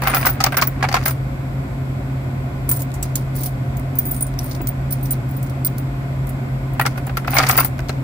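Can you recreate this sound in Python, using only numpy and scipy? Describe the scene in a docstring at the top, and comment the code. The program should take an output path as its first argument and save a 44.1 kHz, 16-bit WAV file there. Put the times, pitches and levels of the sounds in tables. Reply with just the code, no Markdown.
"""Coins clink, knock and slide down the plastic chute of a coin changer for about a second, close by.
From 2.7 s they jingle in a palm and roll between fingers; from 6.8 s they knock and slide in the chute again.
A cooling unit hums throughout: fan blades, airflow in the cabinet and the faint whine of its compressor.
Rings and pings are fading sine tones, the chute adds panel tones, and snaps and rubs are shaped noise."""
import sys
import numpy as np
from scipy import signal
from scipy.fft import rfft, irfft, next_fast_len
from scipy.io import wavfile
from scipy.ndimage import map_coordinates

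SR = 44100
rng = np.random.default_rng(int(sys.argv[2]) if len(sys.argv) > 2 else 0)


def wav_out(sig):
    """Save sig, one row per channel (or a flat mono array), as 16-bit PCM at SR to the path in sys.argv[1]."""
    wavfile.write(sys.argv[1], SR, np.round(np.clip(np.atleast_2d(sig).T, -1, 1) * 32767).astype(np.int16))


N = 354123

# A t60 is the time in which a sound fades by 60 dB.
# coin on coin: start_s, ring_db, ring_hz, lower_mode_db, bright_crack_db, dull_crack_db, ping_hz, ring_t60_s
COIN_CONTACTS = [(0.0194, -28, 15500, -45, -34, -41, 4270, 0.1),
                 (0.0344, -33, 15400, -38, -37, -33, 4470, 0.1),
                 (0.072, -13, 15100, -24, -28, -29.5, 3900, 0.12),
                 (0.097, -21, 15100, -18.5, -32, -44, 4620, 0.1),
                 (0.1458, -10, 15100, -31, -17.5, -21.5, 4960, 0.12),
                 (0.1666, -12, 15500, -24.5, -31, -42, 4450, 0.14),
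                 (0.2129, -24, 15300, -46, -32, -40, 5130, 0.092),
                 (0.2558, -8, 15000, -31, -23, -24, 5380, 0.12),
                 (0.2674, -5, 15100, -20, -27, -27, 5570, 0.11),
                 (0.2952, -8, 15000, -39, -30, -38, 5820, 0.08),
                 (0.3306, -33, 15100, -41, -35, -45, 4950, 0.1),
                 (0.4036, -41, 15300, -30, -34, -22, 4640, 0.14),
                 (0.439, -7, 15500, -37, -22, -14, 5070, 0.081),
                 (0.4626, -24, 15200, -43, -43, -27, 4560, 0.11),
                 (0.5203, -35, 15300, -39, -47, -46, 4260, 0.17),
                 (0.569, -7, 15200, -32, -18, -20, 5580, 0.082),
                 (0.6138, -14, 15200, -30, -28, -22, 4760, 0.087),
                 (0.6214, -19, 15400, -32, -30, -22.5, 4580, 0.14),
                 (0.6724, -17, 15300, -42, -30, -40, 5630, 0.08),
                 (0.826, -42, 15300, -45, -39, -26, 4600, 0.1),
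                 (0.8872, -48, 15300, -49, -41, -29, 4470, 0.1),
                 (0.9138, -37, 15300, -52, -49, -40, 4500, 0.082),
                 (0.9258, -38, 15300, -42, -39, -27, 4600, 0.053),
                 (0.9414, -38, 15500, -40, -28.5, -19.5, 4640, 0.09),
                 (0.9524, -42, 15600, -44, -49, -37, 5020, 0.1),
                 (0.9644, -44, 15300, -45, -44, -37, 5080, 0.1),
                 (1.0346, -33, 15000, -41, -43, -40, 4680, 0.1),
                 (1.056, -11, 15200, -15, -18.5, -23.5, 5200, 0.11),
                 (1.08, -15, 15200, -24, -30, -29, 6200, 0.15),
                 (1.1076, -22, 15300, -31, -29, -38, 5030, 0.08),
                 (2.6908, -9, 15300, -14, -23, -29, 8200, 0.1),
                 (2.713, -8, 14900, -17, -19, -27, 7500, 0.088),
                 (2.7354, -21, 14900, -30, -38, -43, 7750, 0.1),
                 (2.761, -22, 15200, -28, -37, -36, 7500, 0.11),
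                 (2.793, -35, 15100, -37, -36, -38, 6600, 0.1),
                 (2.8034, -31, 14900, -45, -34, -37, 7840, 0.092),
                 (2.8195, -26, 15200, -45, -33, -37.5, 7000, 0.11),
                 (2.9392, -47, 15200, -52, -43, -38, 7600, 0.17),
                 (3.027, -30, 15500, -32, -24.5, -22, 7820, 0.093),
                 (3.155, -16, 15100, -30, -19.5, -20, 6900, 0.093),
                 (3.3534, -30, 14700, -41, -35, -44, 7340, 0.1),
                 (3.3628, -26, 15300, -36, -40, -42, 7320, 0.091),
                 (3.385, -27, 15300, -36, -46, -53, 6100, 0.1),
                 (3.406, -21, 15200, -34, -41, -40, 7630, 0.12),
                 (3.4322, -20, 14800, -29, -31, -37, 6230, 0.13),
                 (3.459, -24, 14900, -42, -24.5, -36, 5650, 0.12),
                 (3.769, -28, 15200, -54, -45, -42, 7760, 0.1),
                 (3.795, -50, 14600, -61, -40, -49, 7740, 0.1),
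                 (3.9533, -23, 14900, -43, -44, -46, 6500, 0.088),
                 (3.9862, -12, 15000, -31, -29.5, -40, 6060, 0.12),
                 (4.0084, -21, 14900, -41, -47, -48, 7860, 0.1),
                 (4.0536, -12, 14900, -24.5, -34, -44, 7900, 0.18),
                 (4.11, -17, 15000, -34, -29, -43, 7870, 0.1),
                 (4.1284, -23, 14800, -31, -35, -57, 4030, 0.1),
                 (4.1444, -25, 15000, -30, -37, -42, 8140, 0.12),
                 (4.163, -27, 15300, -26, -37, -43, 8110, 0.08),
                 (4.2073, -19, 14900, -21, -35, -37, 7800, 0.11),
                 (4.223, -20, 15300, -10.5, -41, -44, 7800, 0.075),
                 (4.2655, -31, 15300, -24, -37, -41, 7850, 0.092),
                 (4.3892, -37, 15200, -42, -29.5, -30, 5700, 0.063),
                 (4.4323, -40, 15100, -43, -40, -54, 4500, 0.1),
                 (4.4424, -33, 14800, -41, -35, -60, 5770, 0.09),
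                 (4.4584, -36, 14700, -38, -42, -60, 4600, 0.1),
                 (4.4933, -32, 15200, -47, -54, -52, 4190, 0.1),
                 (4.5122, -33, 15200, -38, -49, -35.5, 4500, 0.13),
                 (4.548, -33, 15200, -39, -51, -42, 4300, 0.1),
                 (4.6154, -24, 15600, -53, -41, -45, 7200, 0.11),
                 (4.6713, -11, 15100, -21.5, -32, -31, 6650, 0.077),
                 (4.907, -24, 15200, -26, -34, -42, 5680, 0.12),
                 (4.9236, -17, 15200, -27, -32, -38, 5400, 0.11),
                 (4.9374, -35, 15300, -34, -41, -47, 8080, 0.09),
                 (5.0285, -23, 14700, -31, -44, -51, 4200, 0.15),
                 (5.0555, -29, 15300, -36, -45, -40, 5630, 0.1),
                 (5.107, -11, 15100, -18.5, -25.5, -31, 7840, 0.11),
                 (5.1334, -34, 15300, -43, -39, -40.5, 4030, 0.089),
                 (5.2894, -39, 15300, -47, -52, -52, 7090, 0.1),
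                 (5.3098, -33, 15200, -45, -54, -54, 7570, 0.11),
                 (5.3652, -32, 14800, -42, -53, -57, 4170, 0.1),
                 (5.4286, -31, 15200, -46, -36, -40, 7800, 0.088),
                 (5.4635, -42, 15200, -47, -50, -45.5, 6410, 0.092),
                 (5.4964, -43, 15500, -43, -41, -47, 4430, 0.08),
                 (5.6476, -11, 15200, -17.5, -24.5, -34.5, 4730, 0.12),
                 (5.6726, -30, 14900, -42, -42, -39, 4770, 0.1),
                 (5.781, -29, 15000, -39, -34, -42.5, 5700, 0.095),
                 (6.268, -48, 14900, -46, -42, -46, 8100, 0.13),
                 (6.2912, -45, 15200, -46, -34, -45, 7900, 0.1),
                 (6.7336, -43, 15600, -56, -42, -57, 7590, 0.087),
                 (6.795, -30, 15800, -44, -31, -39, 6700, 0.11),
                 (6.8128, -23, 15800, -46, -22.5, -42, 4320, 0.082),
                 (6.8622, -30, 15500, -39, -25.5, -20, 5450, 0.088),
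                 (6.975, -49, 14600, -53, -34.5, -40, 5710, 0.1),
                 (7.0668, -39, 15700, -51, -35, -42, 7300, 0.1),
                 (7.17, -35, 14600, -46, -25.5, -28, 4650, 0.084),
                 (7.2744, -32, 15100, -46, -37, -34, 4620, 0.083),
                 (7.3038, -18, 14900, -38, -37, -52, 4220, 0.092),
                 (7.3407, -14, 15200, -23, -29, -41, 4980, 0.14),
                 (7.3659, -13, 15200, -31, -24.5, -23, 4550, 0.12),
                 (7.3844, -25, 14800, -36, -30, -15, 4640, 0.091),
                 (7.4275, -34, 14700, -39, -36, -26, 4630, 0.1),
                 (7.4668, -26, 14900, -38, -42, -23, 4650, 0.09),
                 (7.4882, -7, 14700, -31, -20, -18.5, 7770, 0.1),
                 (7.5098, -11, 14700, -26, -27, -24, 5460, 0.1),
                 (7.568, -12, 14800, -40, -30, -33, 7500, 0.1),
                 (7.5759, -6, 15300, -21, -21, -26, 4830, 0.13),
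                 (7.5978, -15, 14800, -21.5, -21, -26, 4700, 0.11),
                 (7.646, -8, 14800, -24, -24.5, -37, 4700, 0.11),
                 (7.655, -23, 15300, -29, -35, -31, 8080, 0.1),
                 (7.885, -45, 14900, -43, -48, -38, 4290, 0.1),
                 (7.893, -39, 15900, -46, -44, -29, 4080, 0.06)]
# resonances of the plastic chute: centre_hz, width_hz, level_db
CHUTE_MODES = [(715.6, 620, 0), (1325, 280, 1), (2096, 93, -3), (4830, 93, -8), (5360, 110, -17)]
# colour of the bright part of coin noise: pitch_hz, relative level_db
BRIGHT_COLOUR = [(7000, -22.5), (9000, -6), (12000, -1), (15500, -1), (16200, -25), (17000, -40)]
# colour of the dull part of coin noise: pitch_hz, relative level_db
DULL_COLOUR = [(2200, -1.5), (3500, 6), (4700, 11.5), (6000, 9.5), (8500, -1.5), (11000, -63)]
# how alike left and right are for near sources: pitch_hz, likeness (1 = the same, 0 = unrelated)
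NEAR_LIKENESS = [(60, 0.61), (180, 0.91), (550, 0.94), (1650, 0.18), (4970, 0.011), (15000, 0.13)]

PAN_SCATTER_DB = 1  # random left-right spread from one contact to the next
TOP_HZ = 16974  # the sound ends at this pitch


def amp(db):
    """Turn decibels into a plain gain."""
    return 10 ** (np.asarray(db) / 20)


def unit(x):
    """Scale a signal to an rms of 1."""
    return x / np.sqrt(np.mean(x ** 2) + 1e-20)


def along(points, hz):
    """Read a curve of (pitch_hz, value) points on a log pitch axis."""
    f, v = np.transpose(points)
    return np.interp(np.log(hz + 1), np.log(f + 1), v)


def colour_of(points):
    """Make a gain for each pitch from (pitch_hz, level_db) points."""
    return lambda hz: amp(along(points, hz))


def curves(rows):
    """Draw one value per sample for each column after the time."""
    s, *cols = np.transpose(rows)
    return [np.interp(np.arange(N) / SR, s, c) for c in cols]


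def wobble(rate):
    """Draw a smooth random curve with this many random points a second."""
    points = rng.standard_normal(int(N * rate / SR) + 4)
    return map_coordinates(points, [np.arange(N) * rate / SR])


def filtered(x, response):
    """Strengthen or weaken each pitch of x by the given response."""
    m = next_fast_len(N + SR // 2)
    return irfft(rfft(x, m) * response(np.fft.rfftfreq(m, 1 / SR)), m)[..., :N]


def modes(table):
    """Sum resonances (centre_hz, width_hz, level_db), every second one with its sign flipped."""
    def response(f):
        total = 0
        for k, (centre, width, db) in enumerate(table):
            peak = 1j * f * width / (centre * centre - f * f + 1j * f * width)
            total = total + (-1) ** k * amp(db) * peak
        return total
    return response


def ports(pair, colour, alike):
    """Colour two unrelated signals and mix them to the likeness of the two microphone ports."""
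    def mid_side(hz):
        turn = np.arccos(np.clip(along(alike, hz), -1, 1)) / 2
        return colour(hz) * np.array([np.cos(turn), np.sin(turn)])
    mid, side = filtered(pair, mid_side)
    return np.array([mid + side, mid - side])


def carrier(colour, alike):
    """Make coloured stereo noise with an rms of 1."""
    return unit(ports(rng.standard_normal((2, N)), colour, alike))


def add(bus, s, sound):
    """Mix a short sound into the bus at time s."""
    part = bus[:, round(s * SR):][:, :sound.shape[1]]
    part += sound[:, :part.shape[1]]


def chatter(depth_db):
    """A fast spiky gain of rms 1: tiny bounces that reach both ports alike."""
    return unit(amp(depth_db * (wobble(420) + 0.23 * wobble(130))))


def compressor():
    """A spinning compressor repeats one clatter each turn, which makes a stack of harmonics."""
    # strength of the harmonics: pitch_hz, relative level_db
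    whine_colour = [(2300, -37), (2480, 19), (2750, -37), (3800, -8), (4600, -4), (6500, -10), (7100, -3),
                    (8200, -18), (9000, -15), (10500, -5), (11500, -26), (12700, 3.5), (13600, -3),
                    (14400, -36)]
    turns_hz = 58.25
    hz = np.arange(2049) * turns_hz
    sizes = amp(along(whine_colour, hz) + 5 * rng.standard_normal((2, len(hz)))) * (hz < TOP_HZ)
    cycle = unit(irfft(sizes * np.exp(2j * np.pi * rng.random(sizes.shape))))
    # the speed drifts very slightly
    turn = np.cumsum(turns_hz * (1 + 0.000204 * wobble(1.6))) / SR % 1
    whine = [np.interp(turn * len(c), np.arange(len(c)), c, period=len(c)) for c in cycle]
    return amp(-54) * np.array(whine)


def cooler():
    """Fan blades hum as a tone, moving air rushes and booms in the cabinet, and the compressor whines."""
    # how alike left and right are for the cabinet's air: pitch_hz, likeness (below 0 = opposed)
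    air_likeness = [(60, .99), (200, .97), (380, 0.73), (700, 0.29), (2200, -0.33), (5000, -0.15),
                    (15000, 0.12)]
    # cabinet resonances: centre_hz, width_hz, level_db
    cabinet_modes = [(50.4, 5.8, -5), (87.4, 16.4, -10.5), (119.9, 5, -3), (134.1, 7.4, -8.5),
                     (270, 52.3, -16.5), (151, 30.7, -19), (30.2, 25, -43)]
    # colour of the airflow: pitch_hz, relative level_db
    air_colour = [(110, -47), (180, -13), (262, -3), (329, -15), (372, -8.5), (449, -20.5), (473, -23),
                  (516, -15.5), (715, -15.5), (907, -17), (1050, -20.5), (1440, -25), (1570, -28),
                  (2150, -21.5), (3600, -41), (4680, -74), (7920, -120)]
    # air resonances: centre_hz, width_hz, level_db over the flow
    air_modes = [(707, 17, 6.5), (1029, 31, 1.5), (1492, 106, 4.5), (534, 73, -1.5)]
    # colour of the high hiss: pitch_hz, relative level_db
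    hiss_colour = [(2600, -29), (3200, 2), (6000, -8), (6800, -11), (7800, -1.5), (9300, -16), (10500, -13),
                   (13000, -6), (14500, -28), (15800, -17)]
    fan_hz, fan_db, flow_db = 133, -25, -33.5

    fan_phase = 2 * np.pi * np.cumsum(fan_hz + 0.46 * wobble(3.93)) / SR
    blades = np.sqrt(2) * amp(fan_db + 0.37 * wobble(3.35)) * np.sin(fan_phase)
    boom = amp(-26.5) * carrier(modes(cabinet_modes), air_likeness)

    def airflow(hz):
        return amp(along(air_colour, hz)) * (1 + np.abs(modes(air_modes)(hz)))

    air = amp(flow_db + 0.32 * wobble(10)) * carrier(airflow, air_likeness)
    hiss = amp(-52.5) * carrier(colour_of(hiss_colour), air_likeness)
    return blades + boom + air + hiss + compressor()


def thumps():
    """A padded contact on the cabinet gives one low push that dies quickly, alike at both ports."""
    # soft thumps: start_s, level_db before the fade, pitch_hz
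    pushes = [(2.69, -16, 306), (4.604, -15.5, 328), (7.894, -15.5, 383)]
    body = np.zeros((2, N))
    t = np.arange(SR // 10) / SR
    for s, db, hz in pushes:
        fade = amp(db - 60 * t / 0.032) * (1 - np.exp(-t / 0.001))
        add(body, s, np.ones((2, 1)) * fade * np.sin(2 * np.pi * hz * t))
    return body


def ticks():
    """A light touch of a held coin gives a bare click: noise that fades within milliseconds."""
    # dry ticks with no ring: start_s, level_db at the start
    touches = [(1.0066, -33), (1.0291, -29), (2.9048, -38), (2.9182, -30), (4.34, -30), (7.7824, -32),
               (7.7922, -23), (7.8044, -28), (7.8937, -16)]
    # colour of a tick: pitch_hz, relative level_db
    tick_colour = [(500, -12), (1500, 0), (5000, -2), (15000, -10)]
    t60_s = 0.0052
    gate = np.zeros((2, N))
    t = np.arange(SR // 50) / SR
    for s, db in touches:
        add(gate, s, np.ones((2, 1)) * amp(db - 60 * t / t60_s))
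    return gate * carrier(colour_of(tick_colour), NEAR_LIKENESS)


def panels(hz):
    """The chute's response: its resonances plus the level between them."""
    # the chute between its peaks: pitch_hz, level_db
    between_peaks = [(300, -12.5), (600, -2), (1600, 7), (2400, 3), (3200, -6.5), (8000, -30)]
    return np.abs(modes(CHUTE_MODES)(hz)) + amp(along(between_peaks, hz))


def strokes(tables):
    """Join separate strokes into level curves, silent in between."""
    def hush(row, step_s):
        return [row[0] + step_s] + [-90] * (len(row) - 1)
    joined = []
    for rows in tables:
        joined += [hush(rows[0], -.035), *rows, hush(rows[-1], .035)]
    return curves(joined)


def settling(column):
    """Loose coins rub on after a contact: a gain that jumps by that column's level and dies away."""
    t60_s = 0.21
    blows, rows = np.zeros(N), np.array(COIN_CONTACTS)
    # powers add up, so levels and fade are doubled here and the root is taken at the end
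    blows[np.round(rows[:, 0] * SR).astype(int)] = amp(2 * rows[:, column])
    tail = amp(-2 * 60 * np.arange(SR // 2) / SR / t60_s)
    return np.sqrt(np.abs(signal.fftconvolve(blows, tail)[:N]))


def rubbing(column):
    """Coins rolled between the fingers: a gain that swells, holds and fades."""
    # rubs: start_s, length_s, bright_db, dull_db
    rolls = [(0.054, 0.26, -41.5, -44), (0.916, 0.21, -59, -53), (2.687, .14, -41, -59),
             (3.349, 0.14, -41, -47), (3.96, 0.28, -45, -59), (4.385, 0.19, -49, -53),
             (4.91, 0.25, -58, -59), (5.288, 0.16, -56, -62), (7.306, 0.35, -38, -39.5)]
    edge_s = 0.024  # time to swell or fade
    t = np.arange(N) / SR
    gain = np.zeros(N)
    for row in rolls:
        inside_s = np.minimum(t - row[0], row[0] + row[1] - t)
        gain += amp(row[column]) * np.clip(inside_s / edge_s + .5, 0, 1)
    return gain


def slides():
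    """Sliding and rubbing coins chatter: many tiny contacts, too dense to tell apart."""
    # strokes of coins sliding down the chute, each a list of: time_s, level_db
    chute_slides = [
        [(0.0, -41), (0.07, -23.5), (0.19, -29.5), (0.284, -36), (0.658, -45), (0.998, -37), (1.096, -35),
         (1.2, -78)],
        [(6.75, -46), (7.15, -68), (7.336, -31), (7.456, -25), (7.494, -24.5), (7.632, -35), (7.8, -91)],
    ]
    # the coins' shared ring: centre_hz, width_hz, level_db
    shared_ring = [(9300, 550, 6), (15700, 170, -6)]
    settle_bright_db, settle_dull_db = -15, -16  # relative to the cracks

    def bright_pile(hz):
        return amp(along(BRIGHT_COLOUR, hz)) + np.abs(modes(shared_ring)(hz))

    plastic = amp(strokes(chute_slides)[0]) * carrier(panels, NEAR_LIKENESS)
    bright_gain = amp(settle_bright_db) * settling(column=4) + rubbing(column=2)
    dull_gain = amp(settle_dull_db) * settling(column=5) + rubbing(column=3)
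    bright = bright_gain * carrier(bright_pile, NEAR_LIKENESS)
    dull = dull_gain * carrier(colour_of(DULL_COLOUR), NEAR_LIKENESS)
    return chatter(depth_db=3.0) * (plastic + bright + dull)


def knocks():
    """Each blow rings the chute's panels at new strengths, one pitch favoured, and shakes loose parts."""
    # coins knocking the chute: start_s, blow level_db, favoured panel pitch_hz, t60_s
    blows = [(0.02, -14.5, 987, 0.055), (0.034, -15, 813, 0.059), (0.052, -17, 1270, 0.059),
             (0.071, -6.5, 770, 0.065), (0.098, -15, 1100, 0.055), (0.136, -10, 1190, 0.071),
             (0.146, -10, 760, 0.076), (0.168, -11.5, 1340, 0.06), (0.228, -13.5, 1080, 0.057),
             (0.25, -9.5, 1240, 0.064), (0.265, -6, 1487, 0.063), (0.288, -19.5, 805, 0.077),
             (0.403, -10, 788, 0.083), (0.441, -13, 767, 0.1), (0.464, -10, 1170, 0.067),
             (0.522, -15, 1550, 0.084), (0.543, -17.5, 1590, 0.052), (0.569, -9, 1338, 0.062),
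             (0.584, -12.5, 1570, 0.13), (0.62, -7, 1105, 0.089), (0.672, -22.5, 1495, 0.047),
             (0.807, -22.5, 1094, 0.066), (0.826, -6, 1660, 0.038), (0.839, -5.5, 757, 0.06),
             (0.85, -22, 1000, 0.092), (0.887, -16.5, 810, 0.069), (0.914, -17, 765, 0.055),
             (0.924, -16.5, 780, 0.055), (0.941, -4, 1040, 0.048), (0.953, -11, 1054, 0.082),
             (0.966, -10, 1364, 0.063), (1.058, -10.5, 1620, 0.069), (1.077, -16.5, 1550, 0.075),
             (1.108, -22.5, 1040, 0.055), (2.689, -27, 1090, 0.051), (2.712, -25, 1000, 0.069),
             (4.606, -27, 955, 0.055), (6.796, -5, 816, 0.047), (6.811, -9.5, 1390, 0.063),
             (6.852, -12.5, 825, 0.05), (6.864, -9, 1466, 0.053), (6.958, -24.5, 1290, 0.055),
             (6.977, -23, 760, 0.085), (7.069, -22, 760, 0.055), (7.094, -19.5, 780, 0.051),
             (7.17, -12, 1355, 0.066), (7.246, -21.5, 1350, 0.058), (7.278, -10.5, 1290, 0.043),
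             (7.318, -26, 740, 0.055), (7.333, -15, 805, 0.077), (7.352, -13, 810, 0.072),
             (7.367, -7.5, 2240, 0.094), (7.385, -7, 1300, 0.07), (7.4, -8, 1256, 0.088),
             (7.433, -9, 751, 0.057), (7.469, -20, 1080, 0.055), (7.495, -5, 1245, 0.061),
             (7.529, -16, 1130, 0.055), (7.554, -17, 1080, 0.063), (7.576, -11.5, 1590, 0.055),
             (7.585, -11, 1060, 0.08), (7.605, -11, 1063, 0.059), (7.627, -18, 1100, 0.055),
             (7.648, -19, 810, 0.059), (7.792, -21.5, 1510, 0.042), (7.895, -14.5, 760, 0.044)]
    panel_db, shake_db = -12, -5  # panel tones and loose parts, relative to the blow
    panel, shake = np.zeros((2, 2, N))
    t = np.arange(SR // 10) / SR
    for (s, db, hz, t60), chance in zip(blows, rng.standard_normal((len(blows), 4, 4))):
        t60, pan_db = np.clip(t60, .008, .2), PAN_SCATTER_DB * chance[0, 1]
        sides = amp([[db + pan_db / 2], [db - pan_db / 2]])
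        fade = sides * amp(-60 * t / t60) * (1 - np.exp(-t / 0.00085))
        tones = [(hz, 7)]
        for (centre, _, level), (shift, strength, *_) in zip(CHUTE_MODES[:3], chance[1:]):
            tones.append((centre * (1 + .09 * shift), level + 4 * strength))
        ring = 0
        for (f, level), row in zip(tones, chance):
            # the higher the tone, the more its phase differs between the ports
            phase = 0.78 * f / 1000 * row[2:, None]
            ring = ring + amp(level) * np.sin(2 * np.pi * f * t + phase)
        add(panel, s, amp(panel_db) * fade * ring)
        add(shake, s, amp(shake_db) * fade)
    return panel + shake * chatter(depth_db=2.5) * carrier(panels, NEAR_LIKENESS)


def clinks():
    """Each contact rings the coins' discs, pings and chatters; the next contact damps the ring."""
    # neighbouring coins: ratio to the ring pitch, level_db
    coin_set = [(1, 0), (.978, -9), (1.016, -9)]
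    # where the coins are held: time_s, left_over_right_db
    hand_place = [(0, 1), (1.1, 0), (2.7, -1.5), (3.4, -2.5), (4.1, -0.5), (5.0, -2.5), (6.3, -4), (6.8, 3),
                  (7.3, 2.5), (8, 6.5)]
    lower_hz = 9200  # the coins' lower disc mode, before a small random shift
    ping_over_dull_db, glint_over_bright_db, ping_t60_s = 6, 1.5, 0.031
    bounce_share = 0.53  # how long the bounces last, as a share of the ring's t60

    ring, bright, low, high = np.zeros((4, 2, N))
    t = np.arange(SR // 5) / SR
    count = len(COIN_CONTACTS)
    lives = np.diff([row[0] for row in COIN_CONTACTS], append=N / SR)  # time until the next contact
    hand_db, = curves(hand_place)
    chances, spreads = rng.random((count, 8)), rng.standard_normal(count)
    for row, life, chance, spread in zip(COIN_CONTACTS, lives, chances, spreads):
        s, db, hz, lower_db, bright_db, dull_db, ping_hz, t60 = row
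        pan_db = hand_db[round(s * SR)] + PAN_SCATTER_DB * spread
        sides = amp([[pan_db / 2], [-pan_db / 2]]) * (1 - np.exp(-t / 0.00068))
        damped_db = np.clip(60 * (t - life) / .03, 0, 14)
        t60 = np.clip(t60, .01, .6)
        lag = np.array([[0], [.15 + .2 * chance[6]]])  # cycles of offset between the ports

        fade = amp(-60 * t / t60 - damped_db) * (1 - np.exp(-t / 0.0004))
        fade = fade * np.cos(np.pi / 2 * t / t[-1])  # end in silence
        tones = [(hz * ratio, db + level) for ratio, level in coin_set]
        tones.append((lower_hz * (.96 + 0.058 * chance[5]), lower_db))
        discs = 0
        for k, (f, level) in enumerate(tones):
            cycles = f * t + chance[k] + (-1) ** k * lag
            discs = discs + amp(level) * np.sin(2 * np.pi * cycles)

        ping = amp(dull_db + ping_over_dull_db) * np.sin(2 * np.pi * (ping_hz * t + chance[4] + lag))
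        # a short bright ping at a random pitch between 10 and 13.2 kHz
        glint_hz = 10000 + 3200 * chance[7]
        glint_wave = np.sin(2 * np.pi * (glint_hz * t + chance[4] - lag))
        ping += amp(bright_db + glint_over_bright_db) * glint_wave
        add(ring, s, sides * (fade * discs + amp(-60 * t / ping_t60_s) * ping))

        snap = 1.85 * amp(-60 * t / 0.0029)
        bounces = 1.53 * amp(-60 * t / (bounce_share * t60))
        crack = sides * (snap + bounces)
        add(bright, s, amp(bright_db) * crack)
        # a high ping goes with a thin crack
        share = np.pi / 2 * np.clip((ping_hz - 4500) / 3000, .1, .9)
        add(low, s, np.cos(share) * amp(dull_db) * crack)
        add(high, s, np.sin(share) * amp(dull_db) * crack)

    # touching coins flutter, partly alike on both sides
    ring *= unit(amp(3.9 * wobble(110) + 1.7 * np.array([wobble(400), wobble(400)])))
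    cracks = bright * carrier(colour_of(BRIGHT_COLOUR), NEAR_LIKENESS)
    cracks += low * carrier(colour_of(DULL_COLOUR), NEAR_LIKENESS)
    # the thin crack has the dull colour moved up in pitch
    cracks += high * carrier(lambda hz: amp(along(DULL_COLOUR, hz / 1.64)), NEAR_LIKENESS)
    return ring + chatter(depth_db=3.0) * cracks


def scene():
    """Add the cooling unit and all the sounds of the coins."""
    return cooler() + thumps() + ticks() + slides() + knocks() + clinks()


def record(dry):
    """Loud peaks are softly limited; the top is rolled off near 15.9 kHz and ends at 17 kHz."""
    roll_hz = 15850  # middle of the 22 dB drop
    level = dry / (1 + np.abs(dry / 1.05) ** 6) ** (1 / 6)

    def top_rolloff(hz):
        return amp(-22 / (1 + np.exp((roll_hz - hz) / 60))) * (hz < TOP_HZ)

    return filtered(level, top_rolloff)


dry = scene()
out = record(dry)
wav_out(out)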